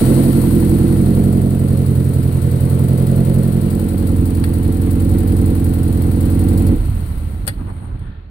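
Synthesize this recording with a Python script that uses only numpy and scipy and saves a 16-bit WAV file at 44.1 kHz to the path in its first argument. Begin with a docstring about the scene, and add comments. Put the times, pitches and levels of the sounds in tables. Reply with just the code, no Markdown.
"""Car engine idling and switched off

A four-cylinder petrol engine idles with one weak cylinder, bonnet open: pulses ring its body, noise adds the hiss.
The microphone moves from the front wing, past the open door, down into the footwell.
The ignition is cut; filtered pulses and rumbling noise rock the engine as it slows.
A relay under the dashboard clicks off with a metal ring; shaped noise makes a dull knock and a sleeve's rubs."""
import sys
import numpy as np
from scipy import signal
from scipy.fft import rfft, irfft
from scipy.io import wavfile
from scipy.ndimage import uniform_filter1d, minimum_filter1d

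SR = 44100
rng = np.random.default_rng(int(sys.argv[2]) if len(sys.argv) > 2 else 0)


def store_pcm(level_fs):
    """Save levels as 16-bit WAV."""
    pcm = np.round(np.clip(level_fs, -1, 1) * 32767).astype(np.int16)
    wavfile.write(sys.argv[1], SR, np.atleast_2d(pcm).T)


N = 366030
TIME = np.arange(N) / SR
BINS = np.fft.rfftfreq(N, 1 / SR)

IGNITION_OFF = 6.69  # the key is turned (s)
LAST_FIRING = 6.755  # the last charges still fire until this time (s)
IDLE_RATE = 43.5  # normal idle (firing strokes a second)

# cylinders in firing order: place_in_cycle (strokes, four to a cycle), strength_db
CYLINDERS = [(.476, 1.5), (1.463, -7.5), (2.543, -1.5), (3.486, -.3)]
# the microphone's walk: time_s, place (0 wing, 1 mirror, 2 door, 3 pillar, 4 sill, 5 footwell),
# distance_m (from the engine bay)
WALK = [(0, 0, .6), (.28, 0, .9), (.6, 1, 1.05), (.92, 1, 1.3), (1.15, 2, 1.45), (1.5, 2.2, 1.85),
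        (2.3, 3, 1.6), (2.7, 3.2, 1.45), (3.15, 4, 1.42), (3.6, 4.1, 1.5), (4.15, 5, 1.6), (4.6, 5, 1.65),
        (6.6, 5, 1.35)]
# the idle hunts slowly up and down: time_s, rate (firing strokes a second)
IDLE = [(0.0, 43.75), (0.25, 44.77), (0.5, 43.0), (0.85, 43.48), (1.1, 44.86), (1.4, 45.05), (1.75, 44.72),
        (2.1, 43.24), (2.4, 42.4), (2.8, 43.1), (3.2, 44.12), (3.55, 44.04), (4.0, 43.51), (4.5, 42.56),
        (4.9, 43.31), (5.35, 43.97), (5.75, 42.43), (6.1, 42.53), (6.65, 44.09)]


def amp(db):
    """Decibels to gain."""
    return 10 ** (np.asarray(db) / 20)


def evened(x):
    """Scales a signal to rms 1."""
    return x / np.sqrt(np.mean(x ** 2) + 1e-20)


def smooth_noise(size):
    """Slow random wobble: white noise averaged over size samples, with rms 1."""
    return evened(uniform_filter1d(rng.standard_normal(N), size=size))


def bump(center_s, length_s):
    """A smooth rise to 1 and back, length_s wide where it has fallen to 1/e."""
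    return np.exp(-(2 * (TIME - center_s) / length_s) ** 2)


def curve(rows, column=1):
    """One column of a time table, read at every sample."""
    rows = np.asarray(rows, float)
    return np.interp(TIME, rows[:, 0], rows[:, column])


def read(points, hz):
    """A spectrum table read along a logarithmic pitch axis."""
    f, value = np.transpose(points)
    return np.interp(np.log(hz + 1), np.log(f + 1), value)


def ring(x, hz, width):
    """A second-order resonance with gain 1 at its centre."""
    response = width * hz / (hz ** 2 - BINS ** 2 + 1j * width * BINS)
    return irfft(rfft(x) * response, N)


def ports(z, lag=0.0003):
    """Spectra to two channels: the right is shaded from the treble, the left hears lag seconds later."""
    # tilt between the channels: pitch_hz, left_minus_right_db
    lean_table = [(60, -3), (99, -3.5), (160, -3), (270, -3), (450, -1.5), (740, 0.5), (1220, 3),
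                  (2010, -1), (3330, 12), (5500, 0.5), (9080, 27), (15000, 8)]
    side = amp(read(lean_table, BINS) * np.array([[.5], [-.5]]))
    side = side / np.sqrt(np.mean(side ** 2, axis=0))
    late = np.exp(-2j * np.pi * BINS * lag * np.array([[1], [0]]))
    return irfft(z * late * side, N)


def noise(points, ripple_db=3):
    """Two-channel noise, alike in the bass, with a fine uneven colour; its mid has rms 1."""
    # how alike the channels are: pitch_hz, correlation (1 is identical)
    likeness_table = [(100, 1), (300, 0.94), (550, 0), (1000, 0.07), (2000, 0), (16000, 0.057)]
    a, b = rfft(rng.standard_normal((2, N)))
    same = np.clip(read(likeness_table, BINS), -1, 1)
    ripple = np.interp(BINS, np.linspace(0, SR / 2, num=400), rng.standard_normal(400))
    # the ripple is weak in the bass and eases off again in the high treble
    ripple = ripple * BINS / (BINS + 800) / (1 + BINS / 14000)
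    colour = amp(read(points, BINS) + ripple_db * ripple)
    x = ports(np.array([a, same * a + np.sqrt(1 - same ** 2) * b]) * colour)
    return x / np.std(x.mean(0))


def nearness():
    """Gain of a sound in the engine bay, falling with distance."""
    return 1 / curve(WALK, column=2)


def speed():
    """Crankshaft speed as a share of normal idle: it hunts, then coasts down, slowing fastest at first."""
    coast_s, coast_bend = 2.3, 1.5  # the coast to rest would take coast_s
    left = np.clip(1 - (TIME - LAST_FIRING) / coast_s, 1e-3, 1)
    return curve(IDLE) / IDLE_RATE * left ** coast_bend


def suction(knee=0.75, steepness=3.7):
    """Air hisses in until the engine slows to the knee (a share of idle), then the vacuum collapses."""
    return 1 / np.sqrt(1 + (knee / speed()) ** (2 * steepness))


def strokes():
    """Firing strokes turned so far; four make one engine cycle."""
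    return np.cumsum(IDLE_RATE * speed()) / SR


def pulses(cylinders, spread_db, jitter):
    """One push per cylinder and cycle, each a little off in strength and in time (jitter in s)."""
    turned, out = strokes(), np.zeros(N)
    for place, db in cylinders:
        chance = rng.standard_normal((100, 2))
        # 99 s lies past the end, so strokes never reached are dropped
        at = np.interp(place + 4 * np.arange(len(chance)), turned, TIME, right=99)
        at = (at + jitter * chance[:, 0]) * SR
        keep = (at >= 0) & (at < N - 1)
        np.add.at(out, at[keep].astype(int), amp(db + spread_db * chance[keep, 1]))
    return out


def rumble(level_db=-39):
    """A low noise rumble that fades away from key-off to the end."""
    # colour: pitch_hz, level_db (per Hz)
    rumble_colour = [(12, 22), (28, -25), (45, 18), (120, -27), (400, -37), (1000, -72)]
    running = np.clip((TIME[-1] - TIME) / (TIME[-1] - IGNITION_OFF), 0, 1)
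    return amp(level_db) * running * noise(rumble_colour)


def whistle(base_db=-57):
    """Air whistles thinly in the engine bay as narrow noise, clearest between wing and mirror."""
    # colour: pitch_hz, level_db (per Hz)
    whistle_colour = [(11000, -49.5), (12200, -14), (12500, 3), (12800, -3), (14000, -50.5)]
    # the swell about half a second in: center_s, length_s, rise_db (gain added to the steady whistle's 1)
    whistle_swell = (0.46, 0.42, 13.4)
    center_s, length_s, rise_db = whistle_swell
    swell = 1 + amp(rise_db) * bump(center_s, length_s)
    return amp(base_db) * swell * suction() * nearness() * noise(whistle_colour)


def knock_and_sleeve(grain=0.18, slide_at=8.1, slide_length=.25, slide_db=-54):
    """Noise bursts: a short dull knock, then cloth rubbing with a sheen of fibres; the arm slides off the plastic."""
    # a short dull knock, then brushes of cloth: center_s, length_s, dull_db, sheen_db
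    burst_table = [(2.803, 0.021, -32, -65), (7.608, 0.06, -36, -61), (7.692, 0.063, -34, -57),
                   (7.76, 0.074, -45, -57), (7.84, 0.087, -37.5, -55.5), (7.93, 0.091, -40.5, -68),
                   (8.037, 0.1, -45, -65.5)]
    # colours of the dull part, the sheen and the slide: pitch_hz, level_db (per Hz)
    dull_colour = [(200, 9), (400, 2), (560, -10), (900, 0.5), (1300, -5), (2500, -24), (6000, -60)]
    sheen_colour = [(6000, -44), (7800, -13), (8800, 4), (10000, -5), (11500, -18), (16000, -26)]
    slide_colour = [(410, -46), (700, -25), (1400, -2), (1670, -4), (1800, 2), (2000, -21), (3460, -12),
                    (7000, -56), (9100, -86), (15400, -120)]
    dull, sheen = np.zeros(N), np.zeros(N)
    for center_s, length_s, dull_db, sheen_db in burst_table:
        burst = bump(center_s, length_s)
        dull += amp(dull_db) * burst
        sheen += amp(sheen_db) * burst
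    slide = amp(slide_db) * bump(slide_at, slide_length)
    catch = evened(np.exp(grain * smooth_noise(250)))
    return (noise(dull_colour) * dull + noise(sheen_colour) * sheen + noise(slide_colour) * slide) * catch


def clicks(snap_db=-3, ring_db=-10, cabin_db=-27, cabin_t60=0.2):
    """Each click is a short noise snap with a ring of decaying sines and a brief cabin tail."""
    # the relay's armature letting go and bouncing, and small ticks, one (at 3.3 s) from a tappet:
    # start_s, level_db (relative), t60_s (time to fade 60 dB), treble_db (boost)
    click_table = [(3.299, -32, 0.028, -10), (4.439, -22.5, 0.056, -12), (7.4681, -32.5, 0.026, 10),
                   (7.4745, -23, 0.016, -7), (7.4771, -18, 0.041, 5.5), (7.485, -22, 0.017, -2),
                   (7.4907, -29, 0.05, -19), (7.9936, -47, 0.03, 0)]
    # colour of the snap: pitch_hz, level_db (per Hz)
    click_colour = [(260, -37), (450, -12), (572, 7), (818, -11), (1020, -15), (1470, 4.5), (1830, -2.5),
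                    (2510, -6), (3810, -7), (4490, 0.5), (6730, -30.5), (8670, 6.5), (11900, -12),
                    (14200, -6), (16000, -26)]
    # ring of the relay and its bracket: pitch_hz, level_db (relative), t60_s
    relay_modes = [(570, 0.5, .06), (803, -4.5, 0.074), (1460, -14, .05), (1896, 1, 0.077),
                   (3400, -8, 0.079), (4650, -21, 0.11), (8400, -13, 0.053), (9400, -5, 0.046)]
    snap, out = noise(click_colour), np.zeros((2, N))
    treble = irfft(rfft(snap) * BINS ** 4 / (BINS ** 4 + 6000. ** 4), N)  # mostly above 6 kHz
    t = np.arange(SR // 4) / SR
    metal = sum(amp(db - 60 * t / t60) * np.sin(2 * np.pi * hz * t) for hz, db, t60 in relay_modes)
    rings = np.zeros(N)
    for start_s, db, t60, treble_db in click_table:
        span = slice(round(start_s * SR), round(start_s * SR) + len(t))
        fade = amp(-60 * t / t60) + amp(cabin_db - 60 * t / cabin_t60)
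        tinted = snap[:, span] + (amp(treble_db) - 1) * treble[:, span]
        out[:, span] += amp(db + snap_db) * fade * tinted
        rings[span] += amp(db + ring_db) * metal
    return out + ports(rfft(rings) * np.ones((2, 1)))


def valves(level_db=-36.0, shade_db_per_place=-1.0, unloaded_db=-3.0, tick_db=-4, tick_db_per_place=1.63,
           tick_unloaded_db=-7, rise=0.26, grain=0.082):
    """The cylinder head hisses; loose tappets tick once a cycle, clearer in the cabin, softer without spark."""
    # loose valve tappets: place_in_cycle (strokes), level_db (relative), decay (strokes)
    tappet_table = [(.26, 5, 0.35), (1.05, -18, 0.51), (2.23, 7, 0.5), (3.1, 0.5, 0.48)]
    # colours of the hiss and the ticks: pitch_hz, level_db (per Hz)
    hiss_colour = [(3000, -19), (4400, -7), (5400, -17), (6400, -18.5), (7600, -11.5), (8400, -2),
                   (9000, 1), (10500, -6.5), (13000, -8), (16000, -10)]
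    tick_colour = [(3000, -20.5), (4400, -4.5), (5400, -16.5), (6400, -20.5), (7600, -6.5), (9000, 3),
                   (10500, -2.5), (13000, -2.5), (16000, -1)]
    turned, power = strokes(), np.zeros(N)
    inside, off = curve(WALK), TIME > IGNITION_OFF
    reach = amp(tick_db + tick_db_per_place * inside + tick_unloaded_db * off) * speed()
    for place, db, decay in tappet_table:
        cycle, since = np.divmod(turned - place + 4, 4)  # since: strokes after the latest tick
        strength = amp(db + rng.standard_normal(100))[cycle.astype(int)]
        shape = np.minimum(since / rise, 1) * np.exp(-since / decay)
        power += (2 * reach * strength * shape) ** 2
    grit = np.exp(grain * smooth_noise(70))
    level = amp(level_db + shade_db_per_place * inside + unloaded_db * off) * suction() * nearness()
    ticks = noise(tick_colour, ripple_db=-7.0) * np.sqrt(power)
    return (noise(hiss_colour) + ticks) * grit * level


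def clatter(level_db=-35.5, speed_power=1.0, unloaded_db=-3, throb=0.013, grain=0.18):
    """Belts and valve gear rattle as nearly steady midrange noise, fading with the speed."""
    # colour: pitch_hz, level_db (per Hz)
    clatter_colour = [(200, -0.5), (450, 8), (700, 3.5), (1000, -0.5), (1350, -1.5), (1650, -5), (1950, -4),
                      (2500, -9), (3200, -12), (4300, -12.5), (5500, -36), (7000, -43), (10000, -59)]
    ripple = 1 + throb * np.cos(2 * np.pi * (strokes() - .55))  # about 0.1 dB, too little to hear
    grit = np.exp(grain * smooth_noise(120))
    level = amp(level_db + unloaded_db * (TIME > LAST_FIRING)) * speed() ** speed_power
    return noise(clatter_colour) * ripple * grit * level * nearness()


def rundown(level_db=-17.5, speed_power=1.22, heave_db=2, heave_place=0.26, rock_db=-5, rock_hz=78, rock_width=22):
    """Without spark, slowing compression strokes rock the engine; the loose body rumbles and heaves."""
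    # colour of the rumbling body: pitch_hz, level_db (per Hz)
    shudder_colour = [(18, -24), (30, -3), (42, 5.5), (56, -12), (78, 2), (105, -2), (150, -10),
                      (250, -16.5), (340, -22.5), (450, -40), (900, -93)]
    # the coasting engine lurches on its mounts: center_s, length_s, rise_db
    lurch_table = [(6.826, 0.082, 3.5), (6.917, 0.13, 3), (7.263, .13, 2.5), (7.42, 0.052, 2),
                   (7.623, .09, 3), (7.927, 0.093, 6.5), (8.055, 0.14, 5)]
    off = np.clip((TIME - IGNITION_OFF) / 0.098, 0, 1)
    push = pulses([(place, 0) for place, db in CYLINDERS], spread_db=2.5, jitter=0.0045)
    rock = ports(rfft(evened(ring(ring(push, rock_hz, rock_width), rock_hz, rock_hz))))
    shake = amp(rock_db) * rock + noise(shudder_colour)
    # level out the shake, so that the speed, heaves and lurches set its loudness
    shake = shake / np.sqrt(abs(uniform_filter1d(shake.mean(0) ** 2, size=3500)) + 1e-12)
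    heave = np.cos(2 * np.pi * (strokes() - heave_place))
    lurch_db = sum(db * bump(center_s, length_s) for center_s, length_s, db in lurch_table)
    return shake * off * speed() ** speed_power * amp(level_db + heave_db * heave + lurch_db)


def firing(trim_db=0, effort_db=1.5, turbulent_hz=600, puff_decay=0.057, low_hz=30, soft_hz=1150):
    """Combustion pulses ring the low resonances; turbulent gas behind each feeds the high ones.
    Each extra stroke a second makes the boom louder by effort_db."""
    # resonances of exhaust, panels and cabin: pitch_hz, width_hz, then the relative level_db heard at
    # wing, mirror, door, pillar, sill and footwell
    body_modes = [(36.4, 13, -17, -14, -9, -8.5, -9, -4.5), (61.8, 132, -32.5, -28.5, -22, -12, -20, -9),
                  (101.2, 69.3, -21, -14, -13, -10.5, -16, -6.5),
                  (125.46, 19.5, -4, -4, -6, -14.5, -21, -14.5),
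                  (129.3, 20.2, -5, -4.5, -6.5, -7, -8.5, -33.5),
                  (178.5, 30.6, -22.5, -15, -14, -19, -13.5, -19.5),
                  (226.2, 23.7, -18, -16, -14, -20.5, -15.5, -18),
                  (248.5, 7.1, -14.5, -13.5, -26.5, -20, -17.5, -14.5),
                  (268, 9.9, -18.5, -20, -21, -23, -28, -17.5),
                  (312.5, 18.5, -22.5, -18.5, -21, -28, -26, -19),
                  (339.8, 11.6, -19, -13, -22.5, -23, -20.5, -19),
                  (404.3, 18, -32, -34, -24.5, -31.5, -28, -34.5),
                  (438.8, 11.5, -33, -30, -29.5, -26, -28.5, -26.5),
                  (480.6, 10.9, -25.5, -27.5, -25, -26.5, -27, -29.5),
                  (542, 10.7, -32, -34.5, -32, -30, -28, -32), (654, 133, -41, -50, -40, -42.5, -37, -58.5),
                  (749, 80, -54, -44, -45, -50, -45, -42)]
    mounts_hz = 105  # modes below this are shaken through the engine mounts
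    push = pulses(CYLINDERS, spread_db=0.97, jitter=0.00008) * (TIME < LAST_FIRING)
    puffs = signal.lfilter([1], [1, -np.exp(-1 / (puff_decay * SR))], push)
    gas = np.std(push) * evened(puffs * rng.standard_normal(N))
    drives = np.array([push, gas]) * SR / (np.sqrt(2) * curve(IDLE))
    band = signal.butter(2, [low_hz, soft_hz], "band", fs=SR, output="sos")
    push, gas = signal.sosfilt(band, drives)
    place, boom = curve(WALK), np.zeros(N)
    for k, (hz, width, *place_db) in enumerate(body_modes):
        rough = 1 / (1 + (turbulent_hz / hz) ** 4)  # share of gas in the drive
        # a shake through the mounts comes one stroke before the exhaust pulse
        kick = np.interp(TIME + (hz < mounts_hz) / IDLE_RATE, TIME, push)
        mode = ring(np.sqrt(1 - rough) * kick + np.sqrt(rough) * gas, hz, width)
        level = amp(np.interp(place, np.arange(len(place_db)), place_db))
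        # neighbouring modes swing in opposite senses, so each pulse arrives late and spread out
        boom -= (-1) ** k * level * mode
    effort = amp(trim_db + effort_db * (curve(IDLE) - IDLE_RATE))
    return ports(rfft(boom * nearness() * effort))


def scene():
    """The small background sounds, the engine's mechanical noise, its run-down and its boom."""
    background = rumble() + whistle() + knock_and_sleeve() + clicks()
    return background + valves() + clatter() + rundown() + firing()


def record(dry):
    """A limiter holds peaks under a ceiling, then a filter removes the highest treble."""
    ceiling_db, edge_hz = -1.0, 15900
    gain = np.minimum(amp(ceiling_db) / (abs(dry).max(0) + 1e-9), 1)
    held = dry * uniform_filter1d(minimum_filter1d(gain, size=300), size=300)
    lowpass = signal.firwin(511, edge_hz, window=("kaiser", 9), fs=SR)
    return signal.oaconvolve(held, lowpass[None], "same")


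dry = scene()
out = record(dry)
store_pcm(out)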